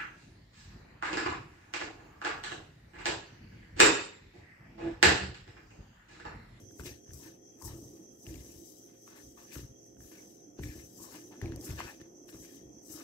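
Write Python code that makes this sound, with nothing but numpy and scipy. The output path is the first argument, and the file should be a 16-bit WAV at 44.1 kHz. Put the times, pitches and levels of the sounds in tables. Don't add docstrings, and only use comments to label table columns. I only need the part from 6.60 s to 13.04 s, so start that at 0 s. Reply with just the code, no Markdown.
import sys
import numpy as np
from scipy import signal
from scipy.fft import rfft, irfft, next_fast_len
from scipy.io import wavfile
from scipy.ndimage import uniform_filter1d

SR = 44100
rng = np.random.default_rng(int(sys.argv[2]) if len(sys.argv) > 2 else 0)


def unload_audio(sound):
    columns = np.transpose(np.atleast_2d(sound))
    steps = np.round(np.clip(columns, -1, 1) * 32767)
    wavfile.write(sys.argv[1], SR, steps.astype(np.int16))


def nominal_scale(level):
    x = np.asarray(level, float) / 20
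    return 10 ** x


N = 283959

# f/Hz, width/Hz, level/dB
HOLLOW = [(255, 30, 4), (296, 13, 12), (332, 11, 13), (353, 14, 7), (425, 25, -12), (195, 25, 3)]
CONTROL_STEP = 64
PORT_LAG, RIM_LAG = 10, 4


def evened(x):
    return x / np.sqrt(np.mean(x ** 2) + 1e-20)


def read(points, hz):
    f, value = np.transpose(points)
    return np.interp(np.log(hz + 1), np.log(f + 1), value)


def add(mix, s, sound):
    part = mix[..., round(s * SR):][..., :sound.shape[-1]]
    part += sound[..., :part.shape[-1]]


def resonate(x, hz, width):
    r = np.exp(-np.pi * width / SR)
    pole = r * np.exp(2j * np.pi * hz / SR)
    return 2 * signal.lfilter([1 - r], [1, -pole], x).real


def coloured(x, points):
    size = next_fast_len(N)
    gain = nominal_scale(read(points, np.fft.rfftfreq(size, 1 / SR)))
    return evened(irfft(rfft(x, size) * gain, size)[:N])


def drift(rate_hz):
    noise = uniform_filter1d(rng.standard_normal(N), size=200)
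    return evened(signal.lfilter([1], [1, -np.exp(-2 * np.pi * rate_hz / SR)], noise))


def grit(per_s, spread_db):
    size = nominal_scale(spread_db * np.minimum(rng.exponential(1, N), 5)) * rng.choice([-1, 1], N)
    return evened(size * (rng.random(N) < per_s / SR))


def ports(x, same, pan_db, other, lag=PORT_LAG):
    same = np.clip(same, 0, 1)
    right = same * np.roll(x, lag, -1) + np.sqrt(1 - same ** 2) * other
    return np.array([x * nominal_scale(pan_db / 2), right * nominal_scale(-pan_db / 2)])


def patchy(x, depth_db, centre_hz=None, fall_db=0):
    hz, t, z = signal.stft(x, SR, nperseg=512, noverlap=384)
    patches = rng.standard_normal((len(t), len(hz))).T
    patches = uniform_filter1d(uniform_filter1d(patches, size=6, axis=0), size=9, axis=1)
    shape_db = depth_db * evened(patches)
    if fall_db:
        centre = np.interp(t, np.arange(N) / SR, centre_hz)
        away = abs(np.log2((hz[:, None] + 50) / centre))
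        focus_db, focus_oct, focus_top_hz = 9, .12, 1100
        low = np.minimum(focus_top_hz / centre, 1) ** 4
        shape_db += focus_db * low * np.exp(-(away / focus_oct) ** 2) - fall_db * away
    out = signal.istft(z * nominal_scale(shape_db), SR, nperseg=512, noverlap=384)[1][..., :N]
    return out / np.sqrt(uniform_filter1d((out ** 2).mean(0), size=5000))


def strokes(rows, rise, fall):
    start, length, db, sag_db = np.array(rows).T[:4, :, None]
    since = np.arange(0, N + CONTROL_STEP, CONTROL_STEP) / SR - start
    db = db - sag_db * np.clip(since / length, 0, 1)
    db = db - rise * np.maximum(-since, 0) - fall * np.maximum(since - length, 0)
    return nominal_scale(np.maximum(db, -140)) ** 2, since


def fine(coarse):
    return np.interp(np.arange(N), np.arange(len(coarse)) * CONTROL_STEP, coarse)


def sift():
    # t/s, length/s, level/dB, sag/dB
    sweeps = [(0.004, 0.042, -72.5, 10), (0.117, 0.105, -74.5, 4), (0.205, 0.023, -57.5, 15),
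              (0.234, 0.032, -64.5, -13), (0.54, 0.12, -58.5, 0.5), (1.022, 0.012, -58, 10),
              (1.056, 0.029, -47.5, 7.5), (1.146, 0.28, -62, 11.1), (1.52, 0.11, -76.5, -9.5),
              (1.67, 0.35, -61.5, 1.5), (2.06, 0.22, -60, 10.5), (2.34, 0.16, -77.5, -12),
              (2.568, 0.16, -64.5, 5.5), (2.772, 0.095, -66, 0.5), (2.94, 0.071, -52, 11.5),
              (3.03, 0.086, -70, 18.5), (3.244, 0.019, -82, -8), (3.424, 0.33, -62, 8.5),
              (4.035, 0.31, -59, 6.5), (4.368, 0.07, -61.5, -9), (4.517, 0.27, -55.5, 19),
              (4.821, 0.18, -67, 13), (5.006, 0.049, -59.5, -12.5), (5.057, 0.24, -57.5, 1.5),
              (5.36, 0.073, -71, 13), (5.699, 0.032, -60, 10), (5.747, 0.1, -64, -5),
              (5.917, 0.042, -64.5, 0.5), (6.261, 0.24, -61, 2), (6.32, 0.049, -51, 3.5)]
    # f/Hz, density/dB per Hz
    grain_spectrum = [(1760, -103), (3000, -10.5), (3450, -21), (3900, -7.5), (4240, -17), (4670, -7),
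                      (5560, -0.5), (7330, -2.5), (8080, -1), (9340, -10.5), (11300, -3.5), (15700, -8)]
    # t/s, left-right level/dB
    place = [(0, 23), (.3, 10), (1.1, 9.5), (1.6, 11), (3.3, 12.5), (4.3, 10.5), (5.1, 5), (5.7, 10),
             (6.44, 12.5)]
    clumps_top_hz, clumps_late_s = 4400, 0.042
    t = np.arange(N) / SR
    sifting = fine(np.sqrt(strokes(sweeps, rise=415, fall=200)[0].sum(0)))
    powder = patchy(np.array([coloured(grit(9000, 1.0), grain_spectrum) for _ in range(2)]), 2.2)
    clumps = signal.sosfiltfilt(signal.butter(4, clumps_top_hz, fs=SR, output="sos"), powder)
    late_sifting = np.interp(t - clumps_late_s, t, sifting)
    a, b = sifting * (powder - clumps) + late_sifting * clumps
    return nominal_scale(2.5 + 1.2 * drift(34.0)) * ports(a, 0.052, np.interp(t, *np.transpose(place)), b)


def wall(contact_hz):
    # f/Hz, density/dB per Hz
    slip_spectrum = [(290, -87), (500, 13.5), (963, -7.5), (1410, -15.5), (1690, -6), (1870, -8.5),
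                     (2640, -4), (3320, 0), (6000, 10.5), (7800, 5), (13200, -120)]
    # f/Hz, width/Hz, level/dB
    wall_modes = [(950, 60, 1), (1140, 90, 4), (1500, 90, 3), (1290, 150, 5), (1740, 110, 6), (2070, 80, 4),
                  (2400, 45, 6), (2590, 35, 6), (2830, 25, 5)]
    slips = np.array([coloured(grit(5000, 2.3), slip_spectrum) for _ in range(2)])
    modes = sum(nominal_scale(db) * resonate(slips, hz, width) for hz, width, db in wall_modes)
    return patchy(.5 * slips + modes, 2.5, contact_hz, fall_db=10)


def drag(scraping):
    # t/s, level/dB
    load = [(0, -52), (.08, -69), (.27, -45), (.4, -78), (.68, -59), (.92, -67), (1.15, -50.5),
            (1.6, -63.5), (1.7, -52), (2.4, -72), (3.3, -69.5), (3.65, -57), (3.95, -65.5), (4.81, -53),
            (4.84, -43.5), (5.35, -58.5), (6.2, -57.5), (6.36, -55)]
    press_db = -3
    weight = nominal_scale(np.interp(np.arange(N) / SR, *np.transpose(load)))
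    dragging = np.hypot(weight, nominal_scale(press_db) * scraping)
    clicks = grit(800, 1.96)
    paths = []
    for _ in range(2):
        rung = sum(nominal_scale(db + 1.9 * drift(1.5)) * resonate(clicks, hz, w) for hz, w, db in HOLLOW)
        paths.append(evened(rung))
    a, b = signal.sosfilt(signal.butter(2, 800, fs=SR, output="sos"), paths)
    return dragging * nominal_scale(-2.0) * ports(a, 0.92, -0.059, b)


def hand():
    # t/s, length/s, level/dB, sag/dB, contact f/Hz
    finger_strokes = [(0, 0.031, -71.5, 5, 1710), (0.203, 0.018, -54.5, 9.5, 1410),
                      (0.25, 0.014, -59.5, -11, 2030), (0.476, 0.22, -75.5, -4, 1410),
                      (0.613, 0.056, -72, -11, 1640), (0.988, 0.14, -73, -10, 1260),
                      (1.36, 0.017, -76, -3.5, 1320), (1.663, 0.29, -63, 10, 1990),
                      (2.272, 0.072, -76.5, -0.5, 1500), (2.474, 0.11, -67, -5.5, 1390),
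                      (2.778, 0.077, -62.5, 4, 1210), (2.87, 0.068, -72.5, -14.5, 2210),
                      (2.951, 0.12, -54.5, 19, 1380), (3.404, 0.078, -73.5, 0.5, 1400),
                      (3.52, 0.11, -62.5, 9, 1570), (3.99, 0.057, -72, 8, 1590),
                      (4.033, 0.17, -58.5, 6, 1810), (4.38, 0.092, -71.5, -11.5, 1060),
                      (4.497, 0.065, -66, -9.5, 1570), (4.721, 0.048, -63.5, 4, 1480),
                      (4.817, 0.076, -57.5, 6, 1730), (4.92, 0.042, -61, 6, 1700),
                      (5.027, 0.1, -62, -6, 1500), (5.691, .01, -60, 6, 1660), (3.988, .01, -61, 2, 1480),
                      (5.169, 0.027, -62.5, -13.5, 1790), (5.192, 0.081, -46, 9, 1400),
                      (5.218, 0.088, -59, -1.5, 1750), (5.403, 0.037, -64, 6, 1420),
                      (5.691, 0.018, -62.5, 11, 1670), (5.727, 0.043, -65.5, 4, 1380),
                      (5.831, 0.17, -66, 8.5, 1900), (6.294, 0.12, -70.5, -11, 1370)]
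    climb = 0.18
    power, since = strokes(finger_strokes, rise=1300, fall=230)
    scraping = fine(np.sqrt(power.sum(0)))
    pitch_hz = np.array(finger_strokes)[:, 4:] * 2 ** (climb * np.clip(since, 0, .5))
    contact_hz = fine((power * pitch_hz).sum(0) / power.sum(0))
    a, b = wall(contact_hz)
    scrape = scraping * nominal_scale(2 + 1.3 * drift(30.0)) * ports(a, .4, 6, b)
    return sift() + scrape + drag(scraping)


def sings():
    # t/s, length/s, level/dB, f/Hz
    slides = [(1.014, 0.027, -55, 957), (1.058, 0.045, -58.5, 905), (1.078, 0.022, -65, 1840),
              (3.577, 0.018, -65, 2200), (4.029, 0.014, -55, 2300), (4.085, .03, -59, 2330),
              (4.386, 0.06, -66, 1000), (4.522, 0.032, -60.5, 930), (5.266, 0.036, -53, 1760),
              (5.268, 0.017, -52.5, 2570), (0.324, 0.007, -66.5, 1790), (4.71, 0.025, -60, 800),
              (4.84, 0.013, -52, 810), (5.272, 0.038, -56, 820), (0.593, 0.078, -69, 940),
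              (2.914, 0.021, -59, 2440)]
    width_hz, edge_s = 165, 0.01
    out, slips = np.zeros((2, N)), grit(900, 0.9)
    for s, length, db, hz in slides:
        t = np.arange(0, length + 3 * edge_s, 1 / SR)
        ring = resonate(slips[round(s * SR):][:len(t)], hz, width_hz)
        ring = evened(resonate(ring, hz, 2 * width_hz))
        fade = np.clip((t[-1] - t) / (3 * edge_s), 0, 1)
        add(out, s, nominal_scale(db) * fade * ports(ring, 0.46, 1.3, 0, lag=RIM_LAG))
    return out


def ticks():
    # t/s, peak level/dB, ring f/Hz, fizz peak level/dB
    taps = [(0.109, -56, 1740, -69), (0.462, -63, 1710, -78), (0.476, -61, 1730, -78),
            (0.491, -55, 1720, -72), (3.705, -58, 3900, -72), (0.196, -40, 1490, -54),
            (0.507, -51, 1740, -62), (0.534, -53, 7000, -41), (1.022, -45, 1050, -40),
            (1.057, -56, 934, -44), (1.666, -44, 2900, -54), (1.742, -47, 3030, -58),
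            (2.477, -48, 1250, -62), (2.774, -59, 1040, -63), (2.944, -52, 2600, -48),
            (2.956, -41, 1490, -55), (3.405, -54, 1730, -63), (3.516, -55, 1040, -60),
            (3.993, -45, 850, -62), (4.035, -38, 1900, -52), (4.544, -45, 1040, -55),
            (4.741, -49, 875, -71), (4.815, -39, 1850, -49), (4.858, -42, 2400, -57),
            (4.921, -43, 1700, -63), (4.96, -55, 600, -39), (5.011, -44, 5400, -48),
            (5.106, -42, 2600, -46), (5.191, -42, 1170, -56), (5.2035, -27, 1100, -55),
            (5.414, -48, 1800, -51), (5.745, -50, 1200, -60), (5.849, -55, 1710, -53),
            (0.235, -48, 1560, -58), (0.26, -38, 4040, -56), (0.267, -47, 2600, -58),
            (0.277, -46, 2300, -55), (0.291, -48, 2500, -58), (2.929, -51, 2380, -54),
            (2.993, -50, 1900, -60), (3.368, -60, 1610, -70), (4.717, -53, 929, -60),
            (4.837, -50, 1700, -58), (4.874, -50, 2200, -62), (4.615, -56, 3000, -54),
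            (5.213, -47, 2000, -58), (4.8155, -45, 800, -60), (1.757, -49, 2450, -60),
            (6.377, -52, 1220, -58), (6.409, -49, 1340, -60)]
    out, t = np.zeros((2, N)), np.arange(1500) / SR
    noise = rng.standard_normal((len(taps), 3, len(t)))
    high = signal.butter(8, 4900, "high", fs=SR, output="sos")
    soft_top = signal.butter(1, 4000, fs=SR, output="sos")
    noise[:, 1:] = signal.sosfilt(np.vstack([high, soft_top]), 2 * noise[:, 1:])
    for (s, db, hz, fizz_db), (rough, c, d) in zip(taps, noise):
        click = np.sin(np.pi * np.minimum(t * hz, 1)) ** 2 * np.sin(2 * np.pi * hz * t) / 6
        click += .3 * (t == 0) + .07 * rough * nominal_scale(-60 * t / .015)
        ring = resonate(click, hz, 220.0) + .4 * resonate(click, hz * 1.75, 500.0)
        ring += .04 * resonate(click, max(2500, hz), 2000.0)
        ring -= uniform_filter1d(ring, size=round(2 * SR / hz))
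        fizz_level = nominal_scale(fizz_db - 2 - 60 * t / .014) * 1.7
        tone = nominal_scale(db + 2) * ports(ring, 1, 5, 0, lag=RIM_LAG) / abs(ring).max()
        fizz = ports(fizz_level * c, .4, 9, fizz_level * d)
        add(out, s + .0003, tone + fizz)
    return out


def knocks(rows, follow, t60, count):
    # f/Hz, width/Hz, level/dB
    table_modes = [(64, 28, -27), (70, 15, -6), (102, 9.4, 4), (121, 6.1, 8)]
    out, t = np.zeros((2, N)), np.arange(count) / SR
    chance = rng.random((len(rows), 3, 9))
    for (s, db, hz, boom_db), (when, size, sign) in zip(rows, chance):
        late = np.append(0, 0.01195 + .16 * when)
        strength = np.append(1, follow * size * np.sign(sign - .5))
        blows = np.zeros(len(t))
        blows[(late * SR).astype(int)] = strength * nominal_scale(-60 * late / 0.64)
        push = np.convolve(blows, np.hanning(260))[:len(t)]
        table = resonate(push, hz, 16.5)
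        table = table + 0.68 * sum(nominal_scale(d) * resonate(push, f, w) for f, w, d in table_modes)
        table = (table - uniform_filter1d(table, size=900)) * nominal_scale(-60 * t / t60)
        tap = np.convolve(blows, np.hanning(80))[:len(t)]
        boom = sum(nominal_scale(d) * resonate(tap, f, w + 33.0) for f, w, d in HOLLOW)
        add(out[0], s, -nominal_scale(db) * table / abs(table).max())
        add(out[1], s, -nominal_scale(db + boom_db) * boom / abs(boom).max())
    return ports(out[0], 0.98, 0.53, np.roll(out[0], 160)) + ports(out[1], 0.47, -3.2, 0)


def lumps():
    # t/s, peak level/dB, f/Hz
    drops = [(0.124, -51, 325), (0.154, -61, 336), (0.322, -55, 320), (0.597, -52, 288),
             (0.657, -45.5, 325.5), (1.212, -46.5, 291), (1.332, -45, 330), (1.388, -46.5, 317),
             (1.709, -40, 321), (2.008, -52, 338), (2.242, -53, 341), (2.71, -56, 296), (3.517, -46.5, 313),
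             (3.592, -55, 336), (3.872, -50.5, 295), (4.029, -38, 298.3), (4.072, -45, 294),
             (4.112, -41, 302.2), (4.202, -49, 334), (4.396, -52, 324), (4.539, -46, 305),
             (4.619, -57, 339), (4.715, -45, 319), (4.773, -49, 318), (5.067, -41.5, 309),
             (5.222, -58, 335), (5.343, -52.5, 335), (5.726, -42, 323), (5.936, -46.5, 280),
             (6.088, -46.5, 315), (6.296, -44.5, 317), (6.347, -43.5, 313), (6.408, -47, 280)]
    rise_s, t60, trim_db = 0.0071, 0.18, -3.5
    out, t = np.zeros(N), np.arange(9000) / SR
    for s, db, hz in drops:
        envelope = nominal_scale(db + trim_db - 60 * t / t60) * (1 - np.exp(-t / rise_s))
        add(out, s, envelope * 2 * np.sin(2 * np.pi * hz * t))
    return ports(out, 1.0, -1.5, np.roll(out, 40))


def fan():
    # multiple of the shaft rate, level/dB, lead of the left port/rad
    shaft_orders = [(2, -72.5, 0.35), (6, -73.5, 0), (7, -68.5, 1), (8, -74.5, -1.4), (9, -68.5, -2),
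                    (12, -78.5, 1.7)]
    # f/Hz, width/Hz, level/dB, left-right level/dB
    whine_bands = [
        (3255, 70, -88, 19.5),
        (1894, 100, -90, -13.5),
    ]
    # t/s, level/dB
    strain = [(0.0, -86), (0.25, -89), (3.66, -89.5), (3.77, -95), (5.16, -83.5), (5.59, -94), (5.9, -80),
              (6.15, -93), (6.44, -95.5)]
    shaft_hz = 58.5
    turn = 2 * np.pi * np.cumsum(shaft_hz * (1 + 0.00212 * drift(1.82))) / SR
    out = np.zeros((2, N))
    for k, db, lead in shaft_orders:
        phase = k * turn + np.array([[lead], [0]]) + 7 * rng.random()
        out += np.sqrt(2) * nominal_scale(db + 1.4 * drift(8.0)) * np.cos(phase)
    strain_db = np.interp(np.arange(N) / SR, *np.transpose(strain)) - np.mean(strain, 0)[1]
    for hz, width, db, pan_db in whine_bands:
        noises = rng.standard_normal((2, N))
        a, b = (evened(resonate(resonate(x, hz, width), hz, width)) for x in noises)
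        a = .8 * a + .7 * np.cos(round(hz / shaft_hz) * turn)
        level = nominal_scale(db + strain_db + .8 * drift(1.5)) * (1 + .3 * np.cos(turn))
        out += level * ports(a, .6, pan_db, b)
    return out


def insects():
    # f/Hz, width/Hz, level/dB
    bodies = [(6120, 340, 3.5), (5898, 380, -1), (4920, 98, -15.5), (7400, 1300, -22)]
    chorus_db, throb_hz, throb_start_s = -62, 5.1, 0.1
    t = np.arange(N) / SR
    throb = np.cos(2 * np.pi * throb_hz * (t - throb_start_s) + 0.1 * drift(0.36))
    out = []
    for depth_db, side_db in ((1.8, -0.59), (2.6, 0.52)):
        clicks = grit(5000, 0.71)
        body = sum(nominal_scale(db) * resonate(resonate(clicks, hz, w), hz, w) for hz, w, db in bodies)
        level_db = chorus_db + side_db + depth_db * throb + 1.5 * drift(5)
        out.append(nominal_scale(level_db) * evened(body))
    return np.array(out)


def room():
    # f/Hz, density/dB per Hz
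    hiss_spectrum = [(25, -31), (50, -9), (120, -8.5), (200, -3), (320, 3.5), (460, -18.5), (620, -19.5),
                     (830, -23.5), (1100, -35.5), (2800, -33), (4400, -55), (7200, -27), (9500, -44.5),
                     (12500, -31.5), (15900, -47)]
    # f/Hz, likeness/1
    likeness = [(60, 0.8), (300, 0.91), (550, 0.49), (15000, 0.12)]
    # f/Hz, left-right level/dB
    balance = [(60, 11.5), (300, -6.5), (700, -22), (1300, 19), (4400, -6), (12000, 16), (15900, -26)]
    frames, hz = N // 512 + 5, np.fft.rfftfreq(2048, 1 / SR)
    a, b, c, d, patches = rng.standard_normal((frames, 1025, 5)).T
    patches = evened(uniform_filter1d(uniform_filter1d(patches, size=20, axis=0), size=8, axis=1))
    same = np.clip(read(likeness, hz), -1, 1)[:, None]
    left = a + 1j * b
    z = np.array([left, same * left + np.sqrt(1 - same ** 2) * (c + 1j * d)])
    side_db = read(balance, hz)[:, None] / 2
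    patch_db = np.where(hz > 800, 2.2, 1.2)[:, None] * patches
    z *= nominal_scale(read(hiss_spectrum, hz)[:, None] + patch_db + np.array([side_db, -side_db]))
    return nominal_scale(-60) * evened(signal.istft(z, nperseg=2048, noverlap=1536)[1][:, :N])


def scene():
    # t/s, peak level/dB, table f/Hz, bowl boom level/dB
    knock_rows = [(0.017, -46.5, 103, -23), (0.193, -42.5, 73.5, 0), (0.239, -50, 56.7, -22),
                  (0.559, -51.5, 128, -11), (1.03, -40.5, 80.7, -5), (1.15, -40.5, 127, -15),
                  (1.198, -52, 125, -10), (1.76, -41.5, 62, -11), (2.635, -51, 62, -12), (4.09, -44, 73, 5),
                  (4.277, -61, 121, -17), (4.401, -55, 118, 11.5), (4.97, -45, 118, 0), (5.76, -49, 136, 6),
                  (6.013, -49, 59, 4), (6.298, -52, 126, 0)]
    # t/s, peak level/dB, table f/Hz, bowl boom level/dB
    bounce_rows = [(0.195, -44, 69, 9.5), (0.207, -42, 70.0, -2), (0.233, -45, 129, -4),
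                   (1.055, -38, 102, -8), (1.072, -38, 61.9, -10), (1.102, -40.5, 90, -15),
                   (1.128, -37.5, 118, -7), (1.141, -53, 133, -16), (1.672, -39, 98, -4),
                   (1.69, -40, 65, -7), (1.704, -40, 64, -5), (1.725, -45, 135, -10),
                   (1.747, -42, 78.1, -20), (2.962, -36, 115, 1.5), (2.976, -38, 81.5, -5),
                   (2.992, -44, 61.9, 7), (3.012, -44, 118, -15), (3.026, -39.5, 126, -13),
                   (3.043, -40, 133, -15), (3.091, -47, 121, -35), (3.989, -38.5, 152, 7.5),
                   (3.994, -33.5, 102, -2), (4.01, -36.5, 83.4, 2), (4.023, -40, 88.8, -1),
                   (4.036, -35, 91.5, -17), (4.055, -32.5, 107, -8), (4.07, -42.5, 90, 5),
                   (4.089, -38, 64.6, 0), (4.823, -29.5, 93, -1), (4.833, -39, 96.9, -2),
                   (4.841, -31.5, 74.4, -2), (4.866, -34, 88, 1), (4.894, -32, 95, -8),
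                   (4.92, -36.5, 116, -0.5), (4.942, -36, 96.9, -15), (4.959, -45, 96.9, 3),
                   (4.97, -40, 59.2, -5), (5.089, -33.5, 155, -6), (5.103, -29.5, 99.6, -10),
                   (5.122, -41, 96, -1), (5.134, -37, 56.5, 0), (5.146, -35, 91.5, -15),
                   (5.162, -40, 96.9, -12), (5.174, -40, 72.7, -16), (5.223, -44, 98, -22),
                   (5.247, -41, 70.0, -21), (5.414, -46.5, 121, 5), (5.744, -46.5, 129, 10.5)]
    # t/s, peak level/dB, table f/Hz, bowl
    # boom level/dB
    more_bounce_rows = [(.487, -45, 105, -27), (0.505, -52, 75.6, -15), (.518, -46, 75, -13),
                        (0.531, -53, 80, -4), (.541, -42, 80, -15), (0.556, -47, 110, -4), (.571, -47, 120, -5),
                        (.587, -50, 90, -10), (1.929, -58, 70, -8), (1.956, -50, 80, -12), (1.98, -50, 70, 2),
                        (3.107, -48, 110, -26), (3.383, -54, 75, -18), (3.399, -49, 80, -8),
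                        (3.419, -50, 75, -12), (3.445, -50, 70, -12), (3.465, -55, 65, -13)]
    bowl = knocks(knock_rows, follow=2.37, t60=3.0, count=14000) + lumps()
    bowl += knocks(bounce_rows + more_bounce_rows, follow=0.24, t60=0.16, count=8000)
    return hand() + sings() + ticks() + bowl + fan() + insects() + room()


def low_pass(x):
    return signal.sosfilt(signal.butter(12, 15770, fs=SR, output="sos"), x)


def record(dry):
    cut = signal.sosfilt(signal.butter(2, 35.0, "high", fs=SR, output="sos"), dry)
    cut = irfft(rfft(cut) * (np.fft.rfftfreq(N, 1 / SR) < 15760), N)
    return low_pass(cut)


dry = scene()
out = record(dry)
unload_audio(out)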